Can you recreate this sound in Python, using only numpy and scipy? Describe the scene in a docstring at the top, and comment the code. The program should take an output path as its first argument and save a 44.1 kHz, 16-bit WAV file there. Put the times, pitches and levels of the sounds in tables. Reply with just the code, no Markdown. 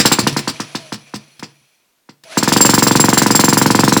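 """Jackhammer by a stone wall

Outdoors, one microphone a few metres from an electric jackhammer breaking concrete before a wall.
Released, it coasts down with ever slower, weaker blows; the trigger clicks, the motor winds up and it
hammers 23 times a second. Each blow is a falling thud through the slab, a crack of the tip, a ring of
the chisel and a thump of the returning piston."""
import sys
import numpy as np
from scipy import signal
from scipy.fft import rfft, irfft, next_fast_len
from scipy.io import wavfile
from scipy.ndimage import map_coordinates

SR = 44100
rng = np.random.default_rng(int(sys.argv[2]) if len(sys.argv) > 2 else 0)


def wrap_up_sound(samples):
    """Save the sound to the file named by the first command line argument, as 16-bit audio."""
    columns = np.atleast_2d(samples).T
    # keep every value between -1 and 1, then stretch to whole-number steps
    tamed = np.clip(columns, -1, 1)
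    steps = np.round(tamed * 32767).astype(np.int16)
    wavfile.write(sys.argv[1], SR, steps)


N = 176400
PAD = SR // 10
T = np.arange(SR // 4) / SR  # time within one blow [s]
NOW = np.arange(N) / SR


def amp(db):
    """Decibels to gain."""
    return 10 ** (np.asarray(db) / 20)


def unit(x):
    """Scale to rms 1."""
    return x / np.sqrt(np.mean(x ** 2) + 1e-20)


def along(points, hz):
    """Read (frequency, value) points on a log frequency axis."""
    freqs, values = np.transpose(points)
    return np.interp(np.log(hz + 1), np.log(freqs + 1), values)


def filtered(x, response):
    """Filter x by a response given as a function of frequency."""
    size = next_fast_len(len(x) + PAD)
    return irfft(rfft(x, size) * response(np.fft.rfftfreq(size, 1 / SR)), size)[:len(x)]


def causal(gain):
    """Response with these gains that rings only after the push."""
    cepstrum = irfft(np.log(gain))
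    return np.exp(rfft(cepstrum * (1 + np.sign(np.fft.fftfreq(len(cepstrum))))))


def noise(spectrum, size, treble_db=0):
    """Coloured noise of rms 1, with a shelf in the top octave."""
    shelf = [(6000, 0.0029), (13000, treble_db)]
    white = rng.standard_normal(size)
    return unit(filtered(white, lambda hz: amp(along(spectrum, hz) + along(shelf, hz))))


def resonance(hz, centre, width):
    """Gain of one resonance: 1 at its centre, half at one width away."""
    return 1 / (1 + ((hz - centre) / width) ** 2)


def band(centre, width):
    """Narrow noise of rms 1."""
    return unit(filtered(rng.standard_normal(N), lambda hz: resonance(hz, centre, width)))


def wobble(rate, size=len(T)):
    """A smooth random curve, rate knots a second."""
    knots = rng.standard_normal(int(size * rate / SR) + 4)
    return map_coordinates(knots, [np.arange(size) * rate / SR])


def fade(rise, t60):
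    """Quick rise and exponential decay, both in seconds."""
    return (1 - np.exp(-T / rise)) * amp(-60 * T / t60)


def add(track, s, sound):
    """Mix a sound into the track at time s."""
    start = round(s * SR)
    part = sound[max(-start, 0):max(N - start, 0)]
    track[max(start, 0):max(start, 0) + len(part)] += part


# the hammer's blows, in relative levels (time [s], thud [dB], crack [dB], chisel ring [dB])
BLOWS = [(-0.004, -11, -12.5, -24.5), (0.052, -9, -8.5, -13), (0.115, -10.5, -11.5, -13.5),
         (0.1856, -11.5, -13.5, -29.5), (0.267, -10.5, -15, -30), (0.3638, -15, -19.5, -28.5),
         (0.4738, -18, -19.5, -39), (0.5983, -21, -22.5, -56), (0.7481, -21.5, -24, -38),
         (0.921, -23, -27, -58), (1.1374, -24.5, -31.5, -48), (1.425, -27.5, -31, -44),
         (2.089, -38, -45.5, -59), (2.3712, -11, -17, -16.5), (2.4267, -12.5, -17, -29.5),
         (2.4751, -10.5, -17, -20.5), (2.5194, -9.5, -14, -19), (2.5625, -8.5, -14.5, -20),
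         (2.6052, -7, -12.5, -7), (2.6486, -8, -10.5, -12), (2.6913, -8.5, -12.5, -17),
         (2.7351, -8.5, -13, -14), (2.778, -8.5, -14.5, -17), (2.823, -7.5, -14, -10.5),
         (2.8666, -9, -14, -14.5), (2.9096, -7.5, -16.5, -22.5), (2.9529, -7.5, -13.5, -20),
         (2.9959, -8.5, -15, -11.5), (3.0399, -7, -17.5, -20), (3.084, -7.5, -17, -20),
         (3.1286, -8, -16.5, -18), (3.1724, -8.5, -10.5, -14), (3.217, -8, -15, -25),
         (3.261, -8, -16, -34.5), (3.3043, -8, -15.5, -15.5), (3.3485, -8.5, -13, -10.5),
         (3.3924, -7.5, -12, -13), (3.4373, -7.5, -15.5, -15), (3.4815, -7.5, -15.5, -15),
         (3.526, -8, -16, -18.5), (3.5702, -8.5, -14.5, -11.5), (3.6141, -7.5, -15, -21),
         (3.6585, -7, -17, -26), (3.7027, -7.5, -16.5, -24.5), (3.747, -7, -16.5, -26),
         (3.79, -7, -16, -23.5), (3.8343, -7, -16, -26), (3.8776, -7.5, -15, -34),
         (3.9218, -7.5, -16, -20.5), (3.9651, -6.5, -16, -26)]
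HARDEST_DB = max(row[1] for row in BLOWS)
# spectrum of the concrete slab's thud (frequency [Hz], level [dB])
SLAB_SPECTRUM = [(20, -57), (70, -42.5), (115, -7), (215, 1), (340, 0), (400, -12.5), (480, -5),
                 (610, -19.5), (1000, -5.5), (1200, -14), (1500, -13), (2400, -27), (5000, -71)]


def slab():
    """Bending waves in the slab carry the highs first, so each thud sweeps downward."""
    travel_s, lead_s = .00326, 0.001813  # travel time at 1 kHz, head start on the blow's time
    pushes = np.zeros(N + PAD)
    for s, thud_db, _, _ in BLOWS:
        pushes[round((s - lead_s) * SR) + PAD] += amp(thud_db + 1)
    travel = lambda hz: np.exp(-4j * np.pi * travel_s * np.sqrt(hz * 1000))
    return filtered(pushes, lambda hz: 190 * causal(amp(along(SLAB_SPECTRUM, hz))) * travel(hz))[PAD:]


# mode of the tool's body (frequency [Hz], level against the thud [dB], t60 [s])
BODY_MODES = [(143.1, -17.5, 0.56)]


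def body():
    """The heavy tool rings low after each blow."""
    out = np.zeros(N)
    for s, thud_db, _, _ in BLOWS:
        for hz, mode_db, t60 in BODY_MODES:
            phase = 2 * np.pi * (hz * T + rng.random()) + 0.89 * wobble(40)
            add(out, s, amp(thud_db + mode_db) * fade(0.018, t60) * np.sin(phase))
    return out


# spectrum of concrete breaking under the tip (frequency [Hz], level [dB])
CRACK_SPECTRUM = [(60, -16.5), (700, 0.5), (3300, -5), (5100, 2.5), (6600, -0.5), (12500, -10.5),
                  (15000, -10)]
# spectrum of the steel clattering in its holder (frequency [Hz], level [dB])
CLATTER_SPECTRUM = [(60, -14.5), (900, -1), (3500, -0.5), (5400, 5), (6600, -7), (7700, -1.5),
                    (12800, -16.5), (15200, -13.5)]
TIP_DELAY_S = .0036  # crack and ring start this long after the blow


def cracks():
    """The tip crushes concrete, or clatters when eased off: a crack, a rebound and a gritty rattle."""
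    out = np.zeros(N)
    rise_s, lean_s = 0.00088, 2.3  # the tool is leant on from lean_s
    rattle = amp(-2.5) * fade(rise=0.0056, t60=0.096)  # crumbs and tool
    strike = fade(rise_s, t60=0.029) + rattle
    for s, thud_db, crack_db, _ in BLOWS:
        rebound_s = 0.011 * np.exp(0.14 * rng.normal())  # the steel bounces back against its holder
        rebound = np.interp(T - rebound_s, T, fade(rise_s, t60=0.038))
        envelope = np.hypot(strike, amp(-4.5 + 2 * rng.normal()) * rebound)
        grit = unit(amp(2 * wobble(900)))
        steel_share = 0.91 if s < lean_s else 0.17
        dull_db = 0.58 * (thud_db - HARDEST_DB)  # weak blows lose treble
        concrete = np.sqrt(1 - steel_share) * noise(CRACK_SPECTRUM, len(T), dull_db)
        steel = np.sqrt(steel_share) * noise(CLATTER_SPECTRUM, len(T), dull_db)
        # every chip breaks with its own colour
        burst = unit(filtered(concrete + steel, lambda hz: amp(2 * wobble(304, len(hz)))))
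        add(out, s + TIP_DELAY_S, amp(crack_db + 7) * envelope * grit * burst)
    return out


# modes of the steel chisel (frequency [Hz], relative level [dB], t60 [s])
CHISEL_MODES = [(4985, -5, .05), (7390, -2.5, .12), (7497, -2.5, 0.11), (10500, -10, 0.064),
                (13700, -18, .1), (14035, -15, .1), (15500, -12, .12)]


def chisel():
    """The steel rings roughly as it chatters in its socket; each blow seats it differently."""
    out = np.zeros(N)
    for s, thud_db, _, ring_db in BLOWS:
        for hz, mode_db, t60 in CHISEL_MODES:
            seated_hz = hz * (1 + .002 * rng.normal())
            phase = 2 * np.pi * (seated_hz * T + rng.random()) + .45 * wobble(200)
            chatter_db = 2.5 * wobble(120)
            dull_db = (thud_db - HARDEST_DB) * hz / 50000  # weak blows ring less in the top modes
            level_db = ring_db + 7.5 + mode_db + chatter_db + dull_db + 3 * rng.normal()
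            add(out, s + TIP_DELAY_S, amp(level_db) * fade(0.0025, t60) * np.sin(phase))
    return out


# the motor coasting down and winding up (time [s], speed [blows/s])
MOTOR_SPEED = [(0, 20), (.23, 12.3), (.54, 8), (.83, 5.9), (1.28, 3.5), (1.95, .1), (2.24, .1), (2.27, 8.5),
               (2.31, 12.2), (2.4, 18.5), (2.5, 22.6), (2.62, 23.2), (4, 22.7)]
# loudness of motor, gears and fan (time [s], level [dB])
MOTOR_LEVEL = [(0, -25.5), (.3, -34), (.55, -41), (.8, -41), (1.05, -51.5), (1.35, -56.5), (1.65, -62.5),
               (1.9, -71), (2.23, -82.5), (2.25, -50.5), (2.34, -34), (2.48, -29), (4, -31.5)]
# spectrum of the fan's rush (frequency [Hz], level [dB])
FAN_SPECTRUM = [(50, -37.5), (170, -11.5), (1300, -11.5), (3000, -8.5), (5200, -12), (8000, -19),
                (16000, -39)]
# tones of the gears (order [cycles/blow], relative level [dB])
GEAR_TONES = [(55, -27), (110, -17), (160, -20.5)]
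# hiss of the brushes (frequency [Hz], width [Hz], relative level [dB])
BRUSH_BANDS = [(2440, 230, -2), (3340, 150, -9), (4275, 150, -6.5), (5910, 120, -5), (10010, 560, -5.5)]
CASING_HZ, CASING_WIDTH_HZ = 648, 34


def motor():
    """Fan rush, brush hiss and a gear whine that follows the speed and swells in the humming casing."""
    rate = np.interp(NOW, *np.transpose(MOTOR_SPEED))
    speed = rate * (1 + .004 * wobble(60, N))
    strokes = np.cumsum(speed) / SR
    whine = np.zeros(N)
    for order, db in GEAR_TONES:
        casing_gain = 1 + 8.5 * resonance(order * speed, CASING_HZ, CASING_WIDTH_HZ)
        gear_play = .5 * wobble(250, N)
        whine += amp(db) * casing_gain * np.sin(2 * np.pi * order * strokes + gear_play)
    hum = amp(-14.5) * band(CASING_HZ, CASING_WIDTH_HZ)
    load_db = 11 * np.clip(np.gradient(rate) * SR / 60, 0, 1)  # louder while speeding up
    level_db = np.interp(NOW, *np.transpose(MOTOR_LEVEL)) + 1.4 * wobble(70, N)
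    hiss = sum(amp(db + 2.2 * wobble(60, N)) * band(hz, width) for hz, width, db in BRUSH_BANDS)
    # the brushes fade more slowly than the fan, then die away near standstill
    brushes = amp(-23.5 + 0.58 * level_db) * rate / (rate + 1.2) * hiss
    return amp(level_db) * (noise(FAN_SPECTRUM, N) + amp(load_db) * (hum + whine)) + brushes


# spectrum of the open air at the microphone (frequency [Hz], level [dB])
AIR_SPECTRUM = [(40, -27.5), (250, -4), (15000, -14)]


def air():
    """Still evening air: a faint, steady rush."""
    return amp(-64) * noise(AIR_SPECTRUM, N)


# modes of a thump inside the tool (frequency [Hz], relative level [dB])
THUMP_MODES = [(135, -0.5), (225, 5), (320, -8)]


def thump(t60):
    """A soft blow inside the tool: a few low, heavily damped modes."""
    out = np.zeros(len(T))
    for hz, db in THUMP_MODES:
        gain = amp(db + rng.normal(0, 2.6))
        out += gain * np.sin(2 * np.pi * hz * (1 + 0.067 * rng.normal()) * T)
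    return fade(0.004, t60) * out


def piston():
    """The returning piston thumps partway through each stroke, far more softly after weak blows."""
    out = np.zeros(N)
    for s, thud_db, _, _ in BLOWS:
        stroke_s = 1 / max(np.interp(s + 0.017, *np.transpose(MOTOR_SPEED)), 2)
        return_s = (.58 + .05 * rng.normal()) * stroke_s
        level_db = HARDEST_DB - 12.5 + 1.8 * (thud_db - HARDEST_DB)
        add(out, s + return_s, amp(level_db) * thump(t60=0.07))
    return out


# latch and trigger clicks, loose knocks of the tool, and at .231 and .326 s two thumps of the returning piston
# (time [s], click [dB], thump [dB])
KNOCKS = [(.231, -30, -15.5), (.326, -23, -17.5), (.39, -13, -17), (.497, -16.5, -21.5), (.942, -22.5, -31),
          (1.158, -23, -27), (1.394, -29, -36), (2.236, -34.5, -49)]


def knocks():
    """Small clicks and thumps of the tool's loose parts and its trigger, and two extra thumps of the returning
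    piston early in the coast-down."""
    out = np.zeros(N)
    for s, click_db, thump_db in KNOCKS:
        click = fade(rise=0.0008, t60=.045) * noise(CLATTER_SPECTRUM, len(T))
        add(out, s, amp(click_db) * click + amp(thump_db) * thump(t60=.08))
    return out


# the stone wall's echo at the microphone (delay [s], level [dB])
WALL_ECHO = [(0.0143, -17)]
# decay of the yard's reverberation (frequency [Hz], t60 [s])
YARD_DECAY = [(150, 0.3), (5000, 0.22), (14000, 0.073)]


def yard(x):
    """The direct sound reaches the microphone, then a close echo off the wall and a faint tail."""
    echo = filtered(x, lambda hz: sum(amp(db) * np.exp(-2j * np.pi * hz * s) for s, db in WALL_ECHO))
    hz, t, spectra = signal.stft(rng.standard_normal(SR // 2), SR, nperseg=256)
    decay = amp(-60 * t / along(YARD_DECAY, hz)[:, None])
    tail = signal.istft(spectra * decay, SR, nperseg=256)[1]
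    return x + echo + amp(-13) * signal.fftconvolve(x, tail / np.linalg.norm(tail))[:N]


def scene():
    """From a few metres, in mono: the blows echoing in the yard, over the motor and the open air."""
    hammer = yard(slab() + body() + cracks() + chisel() + piston() + knocks())
    return (hammer + motor() + air())[None]


def record(dry):
    """The microphone's loudest peaks are rounded off; nothing passes above the band limit."""
    ceiling, hardness, top_hz = 0.8, 5.9, 17100
    rounded = dry[0] / (1 + np.abs(dry[0] / ceiling) ** hardness) ** (1 / hardness)
    return filtered(rounded, lambda hz: hz < top_hz)[None]


dry = scene()
out = record(dry)
wrap_up_sound(out)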